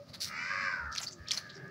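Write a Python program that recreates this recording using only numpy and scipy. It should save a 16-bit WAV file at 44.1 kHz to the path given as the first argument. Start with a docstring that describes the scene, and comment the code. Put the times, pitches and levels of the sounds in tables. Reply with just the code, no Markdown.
"""Crows over a yard, wet skin pulled close by

A near crow (pulsed harmonic voice through throat filters) gives one long harsh caw; a far one answers.
Close by, wet skin is pulled off a plucked bird: grain noise rips and squelches, damped sines pop and
gliding sines squeak. Soft low sine bumps and faint distant hoots join in.
Filtered noise lies under it all as a quiet outdoor rumble, swelling at the end; the sound is mono."""
import sys
import numpy as np
from scipy import signal
from scipy.fft import rfft, irfft
from scipy.io import wavfile
from scipy.ndimage import uniform_filter1d

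SR = 44100
rng = np.random.default_rng(int(sys.argv[2]) if len(sys.argv) > 2 else 0)


def int16_out(signal):
    """Quantize to a 16-bit WAV file."""
    q = np.round(np.clip(np.atleast_2d(signal).T, -1, 1) * 32767)
    wavfile.write(sys.argv[1], SR, q.astype(np.int16))


N = 74970
T = np.arange(N) / SR

# Colours: all (frequency [Hz], relative level [dB])
# outdoor air and low rumble
AIR_COLOUR = [(25, -34.5), (50, -22), (80, -0.5), (150, 4), (260, -2.5), (430, -17.5), (590, -2.5),
              (760, -17.5), (1080, -18), (1240, -6.5), (1400, -19.5), (2000, -20.5), (3200, -26.5),
              (4700, -16.5), (6000, -24.5), (8000, -38), (13000, -40), (15500, -35.5)]
RUMBLE_COLOUR = [(60, -31), (145, 12.5), (240, -11), (390, 4), (520, -16.5), (850, -10.5), (1300, -40),
                 (3000, -48.5)]
# throats: far crow; near crow's lower and upper resonance, second syrinx side
FAR_THROAT = [(400, -10.5), (600, -30), (900, -49), (1100, -25.5), (1250, -1), (1400, -9), (1700, 0),
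              (1900, -6.5), (2200, -17.5), (2600, -23), (4600, -36), (7000, -66)]
LOWER_THROAT = [(350, -48.5), (590, -16.5), (730, -15.5), (900, -14), (1090, -10), (1230, 5), (1360, 0),
                (1620, 1.5), (1790, -2), (2100, -45), (2800, -61)]
UPPER_THROAT = [(1400, -58.5), (1750, -7.5), (1950, 6), (2400, 0), (2680, -11), (3000, -29), (3350, -24.5),
                (4200, -14.5), (5050, -8), (6000, -21.5), (6700, -38), (7500, -26), (9500, -77),
                (15000, -56)]
SECOND_THROAT = [(400, -15), (600, -21.5), (1050, -20), (1215, -5.5), (1500, -8), (1800, -8), (2250, 4.5),
                 (2420, 2), (3000, -11.5), (3600, -25), (4800, -12), (6000, -14.5), (7400, -28.5),
                 (12000, -54)]
# skin: long rip, snaps in wet pockets, bright fizz, crack of a pop
RIP_COLOUR = [(880, -58), (1500, -17.5), (1970, -13), (3380, -12), (3650, -5.5), (4390, 2.5), (5720, -1),
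              (6750, -12), (10700, -15), (13500, -21.5), (15500, -14.5)]
POCKET_COLOUR = [(500, 8), (6200, -4), (7600, -2), (9000, -26), (15000, -17.5)]
FIZZ_COLOUR = [(400, -5), (1000, 6.5), (2000, 9), (3500, -1), (6000, 0.5), (8000, -8.5), (11000, -1.5),
               (13500, -14), (15300, -6.5)]
CRACK_COLOUR = [(700, -38), (2000, -3), (3300, -7.5), (5500, -2), (7500, -17), (10000, -16), (13500, -14.5),
                (15500, -16)]

# outdoor air, then rumble: (time [s], level [dB])
AIR_DB = [(0, -56.5), (.3, -55), (1.0, -56.5), (1.5, -56.5), (1.7, -59.5)]
RUMBLE_DB = [(1.5, -65.5), (1.58, -50), (1.7, -52.5)]
# distant hoots: (start [s], length [s], peak [dB], start pitch [Hz], end pitch [Hz])
HOOTS = [(-.02, 0.054, -45.5, 560, 575.4), (1.1, 0.098, -55.5, 385, 329), (1.56, 0.032, -54, 387.3, 395)]
# low bumps: (start [s], length [s], peak [dB], mean pitch [Hz])
BUMPS = [(0.093, 0.021, -47, 88.8), (0.24, 0.027, -52, 96.4), (0.794, .14, -45, 68),
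         (1.044, 0.063, -60, 89.1), (1.196, 0.037, -43.5, 80.5)]
# far caw: (time [s], pitch [Hz], level before trim [dB])
FAR_CAW = [(1.15, 570.5, -93), (1.19, 574, -55), (1.28, 584.5, -53), (1.38, 572.3, -53), (1.46, 557.5, -52),
           (1.55, 540, -53), (1.7, 567.7, -52)]
# long rip: (time [s], dry level [dB])
RIP_DB = [(.195, -98), (.203, -45), (.222, -33.5), (.248, -38.5), (.262, -42.5), (.285, -43.5), (.31, -63)]
# squelches: (start [s], time to release [s], dry level [dB], pocket centre [Hz], fizz re pocket [dB])
SQUELCHES = [(0.08, 0.023, -59, 4500, -7.5), (0.131, .022, -46, 4270, -5), (0.912, 0.051, -50, 4840, -17),
             (0.951, 0.0076, -40.5, 2530, -15), (0.968, 0.022, -39, 4630, -23),
             (0.992, 0.013, -48.5, 2920, 2.5), (1.0, 0.012, -54.5, 833, -14),
             (1.011, 0.0046, -39, 7000, -12), (1.024, 0.02, -41.5, 5746, -5),
             (1.073, 0.011, -46, 5370, -10.5), (1.114, 0.022, -52.5, 6300, -26),
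             (1.256, 0.011, -57, 2420, -31), (1.268, 0.0071, -46.5, 3600, -42),
             (1.28, 0.016, -44, 4440, -36), (1.303, 0.01, -42, 3400, -6.5),
             (1.328, 0.021, -39.5, 5300, -6.5), (1.361, .026, -44, 4880, -3.5),
             (1.402, 0.075, -64.5, 4560, -16), (1.489, 0.014, -46, 4110, -35),
             (1.522, 0.013, -56, 4540, -27), (1.538, 0.04, -60, 5000, -24)]
# wet pops: (time [s], level before band-pass [dB], starting pitch [Hz], ring t60 [s])
POPS = [(.927, -33.5, 5600, 0.011), (.9515, -26, 6240, 0.0051), (0.9608, -20.5, 5430, 0.0035),
        (0.964, -36, 4900, 0.0066), (0.977, -36.5, 5690, 0.019), (0.9798, -20.5, 5650, 0.0069),
        (0.983, -19, 3980, 0.006), (0.9875, -34, 3220, 0.013), (1.033, -19, 6800, 0.0019),
        (1.11, -38, 6040, 0.0093), (1.1295, -41, 5930, 0.013), (1.2826, -34, 4320, 0.007),
        (1.2853, -25, 5310, 0.0063), (1.3088, -16, 3290, 0.0066), (1.3132, -17, 4150, 0.0092),
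        (1.3174, -9, 5830, 0.002), (1.3219, -20, 4400, 0.0066), (1.333, -27, 4900, .012),
        (1.343, -27, 5100, 0.0033), (1.376, -22.5, 5900, 0.0057), (1.555, -43, 5340, 0.012),
        (1.569, -43, 5400, 0.0069), (1.68, -43, 6500, 0.00085)]
# air squeezed through wet skin: (start [s], length [s], dry peak [dB], start pitch [Hz], end pitch [Hz])
SQUEAKS = [(1.0664, 0.0017, -34, 4376, 4550), (1.07, 0.0041, -29.5, 4554, 4610),
           (1.074, 0.015, -36, 4466, 4690), (1.374, 0.003, -24.5, 4276, 4450),
           (1.379, 0.0033, -27, 4400, 4590)]
# near caw pitch: (time [s], pitch [Hz])
CAW_HZ = [(.28, 439.4), (.35, 452), (.44, 491.5), (.52, 551.5), (.6, 558.7), (.655, 551.9), (.72, 518.3),
          (.8, 478), (.92, 440)]
# near caw throat resonances: (time [s], lower level [dB], upper level before trim [dB])
CAW_DB = [(.28, -55, -55), (.32, -48, -46), (.4, -45, -39.5), (.48, -44.5, -39.5), (.51, -38, -39),
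          (.6, -38, -38.5), (.66, -36.5, -38.5), (.72, -38, -42), (.78, -41, -49), (.86, -44, -58)]
# near caw clear tone: (time [s], power share [0-1])
CAW_CLEAR = [(.3, 0), (.45, 0.91), (.52, 0.57), (.62, 0.34), (.7, 0.87), (.78, 0.85), (.9, 0.43)]
# other side of the syrinx: (time [s], pitch [Hz], level re upper resonance before trim [dB])
SECOND_SIDE = [(.3, 556, -3), (.37, 568.8, -2), (.44, 596, -3.5), (.57, 608, -7.5), (.66, 587.6, -7),
               (.75, 555, -10.5), (.88, 512, -12)]

AIR_FLICKER_DB = 1.3  # rms
FAR_TRIM_DB, FAR_CLEAR_SHARE = -2, 0.28
UPPER_TRIM_DB, SECOND_TRIM_DB, UPPER_CLEAR_FACTOR = -2.5, -2.5, 0.13
CAW_FADE_S, LOWER_RELEASE_S = 0.03, 0.11  # the lower resonance lingers at the end
FLUTTER_PEAK_PITCH_HZ = 96  # mean rattle rate at the highest pitch
FLUTTER_JITTER, PITCH_JITTER = 0.035, 0.011  # rms fractions
TONE_FLUTTER, RASP_FLUTTER = 0.55, 0.33  # linear depth, exponential depth
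GRAINS_PER_S, GRAIN_SPREAD_DB = 5400, 4.5
SQUELCH_Q, SQUELCH_ATTACK_S, SQUELCH_RELEASE_S = 2.95, 0.0086, 0.0088
POP_RISE_PER_S, POP_ATTACK_S, CRACK_DB, CRACK_S = 14.5, 0.0001, -11, 0.0015
POP_BAND_HZ = [2030, 8640]
YARD_T60_S, UPPER_T60_S, HAND_T60_S = 0.53, 0.22, 0.19  # the treble dies sooner in the yard
CROW_WET_DB, FAR_WET_DB, UPPER_WET_DB, HAND_WET_DB = -2.5, -2.5, -6, -11.5
CUTOFF_HZ = 15700


def from_db(db):
    """Decibels to gain."""
    return 10 ** (np.asarray(db) / 20)


def rms_one(x):
    """Scale to unit power."""
    return x / np.sqrt(np.mean(x ** 2) + 1e-20)


def in_time(rows):
    """Interpolate each column of a curve at every sample."""
    s, *columns = np.transpose(rows)
    return [np.interp(T, s, c) for c in columns]


def within(rows, fade_s):
    """One during a curve, Gaussian fades before and after."""
    outside_s = np.maximum(0, np.maximum(rows[0][0] - T, T - rows[-1][0]))
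    return np.exp(-(outside_s / fade_s) ** 2)


def colour(x, points):
    """Shape by a spectrum, log-frequency interpolation; unit power."""
    hz, db = np.transpose(points)
    f = np.maximum(np.fft.rfftfreq(N, 1 / SR), 1)
    gain = from_db(np.interp(np.log(f), np.log(hz), db))
    return rms_one(irfft(rfft(x) * gain, N))


def drift(rate_hz):
    """Smooth random wander, unit rms: low-passed noise."""
    f = np.fft.rfftfreq(N, 1 / SR)
    return rms_one(irfft(rfft(rng.standard_normal(N)) / (1 + (f / rate_hz) ** 2), N))


def yard(x, wet_db, t60_s):
    """Add diffuse reverberation: an exponentially dying noise tail of unit energy."""
    t = T[:N // 2]
    tail = rng.standard_normal(len(t)) * from_db(-60 * t / t60_s) * (1 - np.exp(-t / 0.0017))
    tail /= np.sqrt(np.sum(tail ** 2))
    return x + from_db(wet_db) * signal.fftconvolve(x, tail)[:N]


def harmonics(hz):
    """Twenty equally strong harmonics on a moving pitch; unit power."""
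    phase = 2 * np.pi * np.cumsum(hz) / SR
    return rms_one(sum(np.cos(k * phase) for k in np.arange(1, 21)))


def whistles(rows, waver):
    """Short gliding sines under Gaussian swells, pitch wavering by an rms fraction."""
    out = np.zeros(N)
    for s, length, db, start_hz, end_hz in rows:
        hz = np.interp(T, [s, s + length], [start_hz, end_hz]) * (1 + waver * drift(590))
        swell = np.exp(-(2 * (T - s) / length - 1) ** 2)
        out += from_db(db) * swell * np.sin(2 * np.pi * np.cumsum(hz) / SR)
    return out


def outdoors():
    """Filtered noise of slightly flickering level, plus low rumble that swells late."""
    flicker = from_db(AIR_FLICKER_DB * drift(13))
    air = from_db(in_time(AIR_DB)[0]) * colour(rng.standard_normal(N) * flicker, AIR_COLOUR)
    rumble = from_db(in_time(RUMBLE_DB)[0]) * colour(rng.standard_normal(N), RUMBLE_COLOUR)
    return air + rumble


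def hoots():
    """Faint distant hoots: gliding low sines."""
    return whistles(HOOTS, waver=0.019)


def bumps():
    """Soft low sines of wandering pitch under half-sine swells."""
    out = np.zeros(N)
    for s, length, db, hz in BUMPS:
        swell = np.sin(np.pi * np.clip((T - s) / length, 0, 1))
        phase = 2 * np.pi * np.cumsum(hz * (1 + 0.098 * drift(30))) / SR
        out += from_db(db) * swell * np.sin(phase)
    return out


def syrinx(hz, clear_share):
    """Fluttering harmonic tone mixed with a jittery rasp, both chopped by one rattle."""
    rattle_hz = FLUTTER_PEAK_PITCH_HZ * hz / hz.max() * (1 + FLUTTER_JITTER * drift(50.1))
    rattle = 2 * np.pi * np.cumsum(rattle_hz) / SR
    tone = harmonics(hz * (1 + 0.003 * drift(37.2)))
    tone = rms_one(tone * (1 + TONE_FLUTTER * np.cos(rattle)))
    rasp = harmonics(hz * (1 + PITCH_JITTER * drift(292) + 0.098 * np.sin(rattle)))
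    rasp = rms_one(rasp * np.exp(RASP_FLUTTER * np.cos(rattle)))
    # one click per rattle cycle
    knocks = rms_one(np.diff(np.floor(rattle / (2 * np.pi)), prepend=0))
    rough = rms_one(rasp + from_db(-2.5) * knocks)
    clear_share = np.clip(clear_share, 0, 1)
    return np.sqrt(clear_share) * tone + np.sqrt(1 - clear_share) * rough


def throat(voice, points):
    """Colour a voice by throat resonances and even out its short-term level."""
    x = colour(voice, points)
    return x / np.sqrt(uniform_filter1d(x * x, size=2000) + 1e-9)


def far_crow():
    """The same kind of voice through a duller throat, with yard reverberation."""
    hz, db = in_time(FAR_CAW)
    voice = throat(syrinx(hz, FAR_CLEAR_SHARE), FAR_THROAT)
    caw = from_db(db + FAR_TRIM_DB) * voice * within(FAR_CAW, CAW_FADE_S)
    return yard(caw, FAR_WET_DB, YARD_T60_S)


def grains():
    """Dense one-sample snaps of random size, sign and time; unit power."""
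    size_db = GRAIN_SPREAD_DB * np.minimum(rng.exponential(1, N), 4)
    sizes = from_db(size_db) * rng.choice([-1, 1], N)
    return rms_one(sizes * (rng.random(N) < GRAINS_PER_S / SR))


def tearing():
    """One long rip, then and around it squelches: snaps ringing in wet pockets under bright fizz."""
    out = from_db(in_time(RIP_DB)[0]) * within(RIP_DB, 0.005) * colour(grains(), RIP_COLOUR)
    snaps, fizz = colour(grains(), POCKET_COLOUR), colour(grains(), FIZZ_COLOUR)
    for s, length, db, hz, fizz_db in SQUELCHES:
        attack = np.clip((T - s) / SQUELCH_ATTACK_S, 0, 1)
        release = np.exp(-np.maximum(T - s - length, 0) / SQUELCH_RELEASE_S)
        b, a = signal.iirpeak(hz, SQUELCH_Q, fs=SR)
        # two resonators in series
        pocket = rms_one(signal.lfilter(b, a, signal.lfilter(b, a, snaps)))
        out += from_db(db) * attack * release * (pocket + from_db(fizz_db) * fizz)
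    return out


def pops():
    """Bursting pockets: a noise crack and a short damped sine whose pitch first rises."""
    out, crack = np.zeros(N), colour(rng.standard_normal(N), CRACK_COLOUR)
    for s, db, hz, t60 in POPS:
        t = np.clip(T - s, 0, 0.05)
        phase = 2 * np.pi * hz * t * (1 + POP_RISE_PER_S * t * np.exp(-t / 0.006))
        ring = np.sin(phase) * from_db(-60 * t / t60)
        burst = ring + from_db(CRACK_DB) * crack * np.exp(-t / CRACK_S)
        attack = 1 - np.exp(-t / POP_ATTACK_S)
        out += from_db(db) * attack * burst * (T - s < 0.05)
    return signal.sosfilt(signal.butter(2, POP_BAND_HZ, "band", fs=SR, output="sos"), out)


def squeaks():
    """Air squeezed through wet skin: very short gliding sines."""
    return whistles(SQUEAKS, waver=0.047)


def hands():
    """Skin sounds with a short, weak reverberation."""
    return yard(tearing() + pops() + squeaks(), HAND_WET_DB, HAND_T60_S)


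def near_crow():
    """Both syrinx sides arch in pitch; the upper resonance dies away as the beak closes."""
    hz, = in_time(CAW_HZ)
    clear, = in_time(CAW_CLEAR)
    second_hz, second_db = in_time(SECOND_SIDE)
    lower_db, upper_db = in_time(CAW_DB)
    lower = from_db(lower_db) * throat(syrinx(hz, clear), LOWER_THROAT)
    upper_voice = throat(syrinx(hz, UPPER_CLEAR_FACTOR * clear), UPPER_THROAT)
    upper = from_db(upper_db + UPPER_TRIM_DB) * upper_voice
    second_voice = throat(harmonics(second_hz * (1 + 0.00684 * drift(80))), SECOND_THROAT)
    second = from_db(upper_db + second_db + SECOND_TRIM_DB) * second_voice
    calling = within(CAW_DB, CAW_FADE_S)
    lingering = (T > CAW_DB[-1][0]) * within(CAW_DB, LOWER_RELEASE_S)
    low_part = yard(lower * np.maximum(calling, lingering), CROW_WET_DB, YARD_T60_S)
    high_part = yard((upper + second) * calling, UPPER_WET_DB, UPPER_T60_S)
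    return low_part + high_part


def scene():
    """Background, hands and crows, alike in both channels."""
    mono = outdoors() + hoots() + bumps() + far_crow() + hands() + near_crow()
    return np.array([mono, mono])


def record(dry):
    """Steep elliptic low-pass cuts the top."""
    return signal.sosfilt(signal.ellip(12, 0.1, 70, CUTOFF_HZ, fs=SR, output="sos"), dry)


dry = scene()
out = record(dry)
int16_out(out)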